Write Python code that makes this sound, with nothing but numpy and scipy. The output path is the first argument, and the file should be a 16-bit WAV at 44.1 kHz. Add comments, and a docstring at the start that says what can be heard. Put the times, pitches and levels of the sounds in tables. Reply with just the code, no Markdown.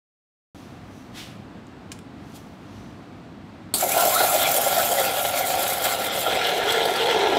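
"""At a food stall, a steam wand cooks egg in a lidded paper cup, heard from close by.
Gloves rub and tick on the machine over a fan's rumble; then the valve spits open and the jet hisses.
Shaped noise makes the hiss, rubbing and rumble. Random clicks are steam bubbles that ring the cup.
As the egg sets it smothers the hiss, and the gurgle deepens."""
import sys
import numpy as np
from scipy import signal
from scipy.fft import rfft, irfft
from scipy.io import wavfile
from scipy.ndimage import uniform_filter1d, map_coordinates

SR = 44100
rng = np.random.default_rng(int(sys.argv[2]) if len(sys.argv) > 2 else 0)


def file_out(sig):
    """Save sig as 16-bit WAV at sys.argv[1]."""
    # one column per channel
    cols = np.atleast_2d(sig).T
    # limit, then scale
    lim = np.clip(cols, -1, 1)
    pcm = np.round(lim * 32767).astype(np.int16)
    wavfile.write(sys.argv[1], SR, pcm)


N = 325458
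T = np.arange(N) / SR  # time of every sample [s]
VALVE_S = 3.739  # the steam valve opens


# colours of the gurgle in runny and in set egg: (frequency [Hz], level [dB])
GURGLE_RUNNY = [(60, -42), (220, -40.5), (320, -11), (420, -16.5), (560, -2.5), (690, 1.5), (790, 5.5),
                (900, -10.5), (1050, -22.5), (1600, -42), (3000, -75)]
GURGLE_SET = [(60, -50), (240, -24), (360, -1), (470, -0.5), (600, -1), (700, 0.5), (810, 3.5), (960, -4.5),
              (1130, -23.5), (3000, -41.5)]
# colours of the spatter in runny and in set egg: (frequency [Hz], level [dB])
SPUTTER_RUNNY = [(150, -32), (1130, -3.5), (1600, -1), (2200, 0.5), (2750, -0.5), (3400, 1.5), (4100, -0.5),
                 (5000, -3), (5700, -8), (9000, -13), (15000, -53)]
SPUTTER_SET = [(300, -33), (1150, -9), (1600, -0.5), (2100, 2), (2600, -0.5), (3300, 4.5), (4150, -1),
               (4550, -11.5), (6000, -11.5), (9000, -23), (15000, -41)]
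# air and wall resonances of the lidded cup: (frequency [Hz], width [Hz], level [dB])
CUP = [(1113, 210, 1), (1376, 51, 16.5), (1662, 21, 4), (2105, 65, 1.5), (2390, 13, -2), (3146, 49, -7),
       (3335, 58, 0), (3766, 51, -4), (4160, 44, -3)]
# the steam cavity grows, so its ring sinks: (time [s], pitch [Hz])
CAVITY = [(3.8, 675), (4.8, 576), (6.5, 509), (7.0, 468), (7.38, 382)]
# the spatter lets up for a moment: (time [s], dip [dB], half length [s])
LULLS = [(3.875, -6.5, 0.023), (4.92, -4.5, .04), (5.224, -7, 0.016), (6.527, -2.5, 0.028),
         (6.9, -2.5, 0.05)]
DEEPEN_FROM_S, DEEPEN_OVER_S = 5.77, 1.18  # the gurgle deepens once the whole cupful thickens
STIR_S = 0.56  # time for the jet to stir up the egg


def boiling(gurgle_db, sputter_db, setting):
    """Collapsing bubbles thump the egg and spatter the cup, whose resonances ring."""
    clicks, splash = pops(rate=170, spread_db=1.5, length_s=0.0089)
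    _, spatter = pops(rate=380, spread_db=3.0, length_s=0.0054)

    # gurgle: the thumps, coloured by the egg and the air under the lid
    steady = undb(gurgle_db - 0.3 + 0.58 * walk(14))
    push = np.hypot(steady, gulps())
    depth = np.clip((T - DEEPEN_FROM_S) / DEEPEN_OVER_S, 0.06, 1)
    body = egg(clicks + undb(-2.5) * splash, GURGLE_RUNNY, GURGLE_SET, depth)
    lid_air = undb(-1) * ring(body, 685, 26) + undb(-9) * ring(body, 787, 30)
    body = unit(body + lid_air)
    cavity_hz = curves(CAVITY)[0] * (1 + 0.053 * walk(25))
    cavity = sliding_ring(splash, cavity_hz, width_hz=80)
    gurgle = body + undb(-8.0 + 3 * setting) * cavity
    # bubbles of many sizes keep shifting the strongest note
    gurgle = churn(gurgle, patch_hz=130.0, patch_s=0.025, depth_db=2, size=512)

    # sputter: firm egg crackles more and damps the cup
    spray = splash + undb(-1.5 + 2.94 * setting) * spatter
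    spray = egg(spray, SPUTTER_RUNNY, SPUTTER_SET, setting)
    cup = sum(undb(db) * ring(spray, hz, width) for hz, width, db in CUP)
    cup = cup * undb(-2.0 - 2.6 * setting ** 4)
    sputter = unit(churn(spray, patch_hz=350.4, patch_s=0.03, depth_db=4) + cup)
    # spatter grows only as the egg is stirred up
    stirred = 1 - burst(VALVE_S, STIR_S)
    spurts = [(s, db, half) for s, db, _, half in SPURTS]
    throw = swelled(sputter_db - 0.4 + 1.4 * walk(22), spurts)
    lull = undb(sum(db * bump(s, half) for s, db, half in LULLS))
    return push * gurgle + stirred * lull * throw * sputter


# big bubbles bursting: (time [s], level [dB], length [s])
GULPS = [(3.823, -22, 0.049), (3.963, -21, 0.01), (4.025, -21, 0.063), (4.204, -18, 0.013),
         (4.229, -20, .02), (4.331, -19, 0.029), (4.664, -16, 0.01), (4.768, -24.5, 0.018),
         (4.908, -21, .025), (4.983, -20, 0.029), (5.248, -18.5, 0.0051), (5.538, -21.5, .012),
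         (5.845, -25.5, 0.025), (6.264, -26.5, .03), (6.892, -22, .012)]
GULP_ATTACK_S, GULP_RELEASE_S = 0.0023, 0.0044


def gulps():
    """Gain of the big bursts: each jumps up, holds and dies away."""
    gain = 0
    for s, db, length in GULPS:
        attack = np.clip((T - s) / GULP_ATTACK_S + 0.5, 0, 1)
        release = np.exp(-np.maximum(T - s - length, 0) / GULP_RELEASE_S)
        gain = gain + undb(db) * attack * release
    return gain


# colours of the hiss in runny and in set egg: (frequency [Hz], level [dB])
HISS_RUNNY = [(1500, -48), (4000, -5), (5500, -0.5), (7400, 1.5), (9500, 0), (11800, 4.5), (14000, 2.5),
              (15500, 0)]
HISS_SET = [(1500, -26), (4000, 4), (5500, 1), (7000, -6), (8000, 3), (9500, -6), (11800, -1),
            (14000, -7.5), (15500, -9)]
# narrow, evenly spaced peaks in the hiss: (frequency [Hz], width [Hz], level [dB])
HISS_PEAKS = [(7340, 320, -5), (9120, 220, -1.5), (10350, 180, -0.5), (11700, 180, -8), (13200, 97, 0),
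              (14500, 250, -1), (15420, 200, -11)]
# egg covers the nozzle and chokes the hiss: (time [s], dip [dB], half length [s])
CHOKES = [(4.447, -9, 0.016), (4.596, -5, 0.0079), (5.115, -6.5, 0.033), (5.323, -7.5, 0.021),
          (5.433, -6.5, 0.024), (5.565, -4.5, .015), (5.789, -9, 0.031), (5.977, -9, 0.018),
          (6.101, -16, 0.02), (6.397, -6.5, 0.039), (6.64, -5, 0.055)]
# the jet breaks through and throws a spurt of spray, heard in the boiling too:
# (time [s], sputter level [dB], hiss level [dB], half length [s])
SPURTS = [(3.818, -26, -36, 0.022), (4.201, -27, -22, .012), (4.442, -27, -45, 0.057),
          (4.795, -29, -35, 0.0097), (4.996, -29, -28, 0.015), (5.255, -26, -31, .008),
          (5.385, -38, -24.5, .018), (5.63, -44, -26, 0.011), (5.853, -24.5, -26.5, 0.014),
          (6.47, -38, -37, .012), (6.317, -29.5, -46, 0.02), (6.719, -23, -35.5, 0.043),
          (7.121, -24, -40, 0.056)]


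def jet(hiss_db, setting):
    """The nozzle hisses and fizzes, chokes and spurts; the churning surface keeps changing its colour."""
    _, fizz = pops(rate=800, spread_db=10.5, length_s=0.0067)
    hiss = egg(noise() + undb(-3.0) * fizz, HISS_RUNNY, HISS_SET, setting)
    hiss = hiss + sum(undb(db) * ring(hiss, hz, width) for hz, width, db in HISS_PEAKS)
    hiss = churn(hiss, patch_hz=277, patch_s=0.089, depth_db=1.6)  # slow heaving of the surface
    hiss = churn(hiss, patch_hz=465, patch_s=0.013, depth_db=3.0)  # quick flecks of spray
    choke_db = sum(db * bump(s, half) for s, db, half in CHOKES)
    spurts = [(s, db, half) for s, _, db, half in SPURTS]
    force = swelled(hiss_db + 1.0 + choke_db, spurts)
    # thicker egg makes the jet stutter more
    stutter_db = 1.7 * setting + (0.4 + 1.1 * setting) * walk(45)
    return hiss * force * undb(stutter_db)


# steam pockets whistle through gaps in the egg:
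# (time [s], level before the trim [dB], middle pitch [Hz], half length [s])
POCKETS = [(3.82, -35.5, 2360, .018), (3.928, -29.5, 2420, .01), (4, -24, 1380, 0.018),
           (4.013, -29, 1030, .03), (4.14, -28, 1135, 0.024), (4.169, -21.5, 1375, .014),
           (4.19, -27.5, 3960, .03), (4.213, -21, 1395, .007), (4.305, -22.5, 1380, 0.0073),
           (4.422, -26, 3280, 0.027), (4.463, -27.5, 2300, .015), (4.798, -19, 1386, 0.0056),
           (4.987, -27.5, 1950, 0.0081), (5.434, -30.5, 2100, .018), (6.271, -22.5, 1367, 0.0086),
           (6.292, -30, 3370, 0.064), (6.686, -26, 1400, .012), (6.698, -21, 3300, 0.012)]


def pockets(width_share=0.088, trim_db=-1.5, waver=0.029):
    """Steam rushes through a gap in the egg; its resonance wavers as the gap shrinks and grows."""
    out, rush = np.zeros(N), noise()
    gap = 1 + waver * walk(30)
    for s, db, hz, half in POCKETS:
        near = abs(T - s) < 3 * half
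        swell = undb(db + trim_db) * np.exp(-((T[near] - s) / half) ** 2 / 2)
        out[near] += swell * sliding_ring(rush[near], hz * gap[near], width_share * hz)
    return out


# colour of the spitting water: (frequency [Hz], level [dB])
SPIT_COLOUR = [(150, -5), (330, 10.5), (800, 2), (2000, -12), (3200, -1.0), (4500, 6.5),
               (5600, -14), (7000, -5), (8400, 10.5), (11000, 0.5), (15500, -1.5)]


def valve():
    """Condensed water spits from the wand as the valve opens: a dying burst of coloured noise."""
    return undb(-15.5) * colour(noise() * burst(VALVE_S, 0.17), SPIT_COLOUR)


# fingers ticking on the housing:
# (time [s], level before colour and ringing [dB], time to fade by 60 dB [s])
TICKS = [(1.668, -52, .02), (1.9176, -29.5, .03), (1.924, -42, 0.039), (1.990, -34, 0.0073),
         (2.321, -49, .012)]
# colour of the ticks: (frequency [Hz], level [dB])
TICK_COLOUR = [(500, -9), (1500, -15), (2800, -1.5), (5000, -4), (7500, -0.5), (9500, -8), (15000, -20)]
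# resonances of the plastic, before a shared boost: (frequency [Hz], width [Hz], level [dB])
HOUSING = [(1620, 43, 7), (2420, 24, -2), (5200, 45, -6), (6370, 85, -15)]
# a glove sliding on cup and housing:
# (time of the peak [s], level [dB], rise [s], fall [s], tilt [dB per octave])
RUBS = [(.62, -57.5, 0.24, 0.19, 0.5), (.99, -60, 0.12, 0.13, 2), (1.19, -38, 0.037, 0.072, -2),
        (2.365, -45, 0.02, 0.015, 4), (2.36, -59, 0.13, 0.19, 2), (2.79, -58, 0.14, 0.17, -1.5)]
# colour of the rubs: (frequency [Hz], level [dB])
RUB_COLOUR = [(700, -17), (1700, -2), (3300, 3.5), (5000, -1.5), (8000, -7), (12000, -10), (15500, -15)]
# rubber squeaks thinly in every stroke, relative to its level but never above the maximum
SQUEAK_HZ, SQUEAK_WIDTH_HZ, SQUEAK_DB, SQUEAK_MAX_DB = 5980, 450, -2.5, -65


def hands():
    """Rubber gloves slide and squeak as noise, and finger ticks ring the plastic."""
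    taps = noise() * sum(undb(db) * burst(s, t60) for s, db, t60 in TICKS)
    taps = undb(-0.5) * colour(taps, TICK_COLOUR)
    housing = sum(undb(db) * ring(taps, hz, width) for hz, width, db in HOUSING)
    out = taps + undb(8.5) * housing
    squeak = 0
    for s, db, rise, fall, tilt_db in RUBS:
        stroke = np.exp(-(np.minimum(T - s, 0) / rise) ** 2 - np.maximum(T - s, 0) / fall)
        out = out + undb(db) * stroke * colour(noise(), RUB_COLOUR, tilt_db)
        squeak_db = min(db + SQUEAK_DB, SQUEAK_MAX_DB)
        squeak = np.maximum(squeak, stroke * undb(squeak_db))
    return out + squeak * unit(ring(noise(), SQUEAK_HZ, SQUEAK_WIDTH_HZ))


# colour of the ventilation: (frequency [Hz], level [dB per Hz])
STALL = [(28, -54), (55, -4), (80, -5), (100, 0.5), (140, -1.5), (200, 0), (270, -2.5), (390, -11),
         (600, -12.5), (700, -9.5), (860, -14), (1150, -15), (1600, -19.5), (4200, -29.5), (6200, -38.5),
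         (8400, -41.5), (9200, -47), (15000, -52)]
STALL_DB = -41.5  # middle level of the air noise


def stall():
    """Ventilation rumbles with a broad duct resonance and a mains hum."""
    duct = unit(ring(ring(noise(), 270, 120), 270, 120))
    air = unit(colour(noise(), STALL)) + undb(-6.0) * duct
    hum = undb(-55.5 + 2 * walk(3.6)) * np.sin(2 * np.pi * 100 * T)
    return unit(air) * undb(STALL_DB + 0.5 * walk(18)) + hum


def room(x, t60=0.32, wet_db=-11):
    """Counter and near walls add a short tail of fading noise."""
    tail = noise() * burst(0.0022, t60)
    tail = tail / np.linalg.norm(tail)
    return x + undb(wet_db) * signal.fftconvolve(x, tail)[:N]


def pops(rate, spread_db, length_s):
    """Collapses of uneven size and spacing: their clicks and the short splashes after them, each rms 1."""
    chance = rng.random((int(rate * (N - 1) / SR), 2))
    # one click at a random moment in each equal slot of time
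    when = (np.arange(len(chance)) + chance[:, 0]) * SR / rate
    size = np.minimum(-np.log(chance[:, 1]), 4)  # mostly small, a few big
    clicks = np.zeros(N)
    clicks[when.astype(int)] = undb(spread_db * size)
    power = signal.lfilter([1], [1, -np.exp(-2 / (length_s * SR))], clicks ** 2)
    splash = np.sqrt(power) * noise()
    return unit(clicks - clicks.mean()), unit(splash)


def egg(x, runny, firm, setting):
    """The colour passes from runny to set egg."""
    return np.sqrt(1 - setting) * unit(colour(x, runny)) + np.sqrt(setting) * unit(colour(x, firm))


def churn(x, patch_hz, patch_s, depth_db, size=256):
    """Patches of the spectrum swell and sink on their own."""
    hz, s, frames = signal.stft(x, SR, nperseg=size)
    place = np.meshgrid(hz / patch_hz, s / patch_s, indexing="ij")
    # smooth between random levels on a grid of pitch and time
    swell = map_coordinates(rng.standard_normal((128, 512)), place, order=1, mode="wrap")
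    return unit(signal.istft(frames * undb(depth_db * swell), SR)[1][:N])


def ring(x, hz, width_hz):
    """One resonance, gain 1 at its centre."""
    return signal.lfilter(*signal.iirpeak(hz, hz / width_hz, fs=SR), x)


def sliding_ring(x, hz, width_hz):
    """A resonance whose centre moves along hz; rms 1."""
    # shift the moving centre down to 0 Hz, keep what is near it, shift it back
    turn = np.exp(2j * np.pi * np.cumsum(hz) / SR)
    lowpass = signal.butter(2, width_hz / 2, fs=SR, output="sos")
    return unit(np.real(turn * signal.sosfilt(lowpass, x / turn)))


def colour(x, points, tilt_db=0, size=4096):
    """Causal filter of unit power through (Hz, dB) points, tilted per octave."""
    hz, db = np.transpose(points)
    octave = np.log2(np.maximum(np.fft.rfftfreq(size, 1 / SR), 1))
    level_db = np.interp(octave, np.log2(hz), db) + tilt_db * octave
    # folding the cepstrum makes the filter respond as early as it can
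    cepstrum = irfft(np.log(undb(level_db)))
    cepstrum[1:size // 2] *= 2
    cepstrum[size // 2 + 1:] = 0
    response = irfft(np.exp(rfft(cepstrum)))
    return signal.fftconvolve(x, response / np.linalg.norm(response))[:N]


def burst(s, t60):
    """Envelope that jumps up at s and fades by 60 dB in t60 seconds."""
    return (T >= s) * np.exp(-np.log(1000) * np.maximum(T - s, 0) / t60)


def bump(s, half_s):
    """Smooth swell that peaks at s."""
    return np.exp(-((T - s) / half_s) ** 2)


def swelled(steady_db, swells):
    """Gain of a steady level with (s, dB, half length s) swells added in power."""
    extra = sum((undb(db) * bump(s, half)) ** 2 for s, db, half in swells)
    return np.sqrt(undb(steady_db) ** 2 + extra)


def walk(rate):
    """Random levels, rate of them a second, smoothed into slides; rms 1."""
    k = int(SR / rate)
    steps = rng.standard_normal(N // 40)[(T * rate).astype(int)]
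    return unit(uniform_filter1d(uniform_filter1d(steps, k), k // 2))


def noise():
    """White noise of rms 1."""
    return rng.standard_normal(N)


def curves(table):
    """Each column of a table, joined by straight lines in time."""
    s, *columns = np.transpose(table)
    return [np.interp(T, s, c) for c in columns]


def undb(db):
    """Decibels to gain."""
    return 10 ** (np.asarray(db) / 20)


def unit(x):
    """Scale to rms 1."""
    return x / np.sqrt(np.mean(x ** 2))


# steady strength of the boil and the jet, before small trims:
# (time [s], gurgle level [dB], sputter level [dB], hiss level [dB])
STEAM = [(3.78, -36.5, -35.0, -28), (3.98, -23.5, -27.0, -25.5), (4.25, -25.5, -28.5, -24),
         (4.9, -25.5, -28, -26), (5.35, -27.5, -30, -29.5), (5.8, -27.5, -30.0, -28.5),
         (6.08, -29.5, -32, -33), (6.4, -25.5, -27.5, -37.5), (7.05, -22, -25.5, -42.0),
         (7.38, -19.5, -26.5, -50)]
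# how far the egg has set: (time [s], share [0-1])
SETTING = [(3.74, 0.14), (5.2, 0.04), (6.0, 0.22), (6.5, 0.94), (7.38, 1)]


def scene():
    """Everything is heard from one point, alike in both ears."""
    gurgle_db, sputter_db, hiss_db = curves(STEAM)
    setting = np.clip(curves(SETTING)[0], 0, 1)
    flow = (T >= VALVE_S) - burst(VALVE_S, 0.11)  # steam builds up after the valve opens
    steam = boiling(gurgle_db, sputter_db, setting) + pockets() + jet(hiss_db, setting)
    mono = room(flow * steam + valve() + hands()) + stall()
    return np.array([mono, mono])


START_S, TOP_HZ = 0.5475, 15600  # silence before this time; highest pitch let through


def record(dry):
    """The sound is switched on after a silent moment; a steep filter cuts the top."""
    lowpass = signal.ellip(12, 0.1, 80, TOP_HZ, fs=SR, output="sos")
    return signal.sosfilt(lowpass, dry * (T >= START_S))


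dry = scene()
out = record(dry)
file_out(out)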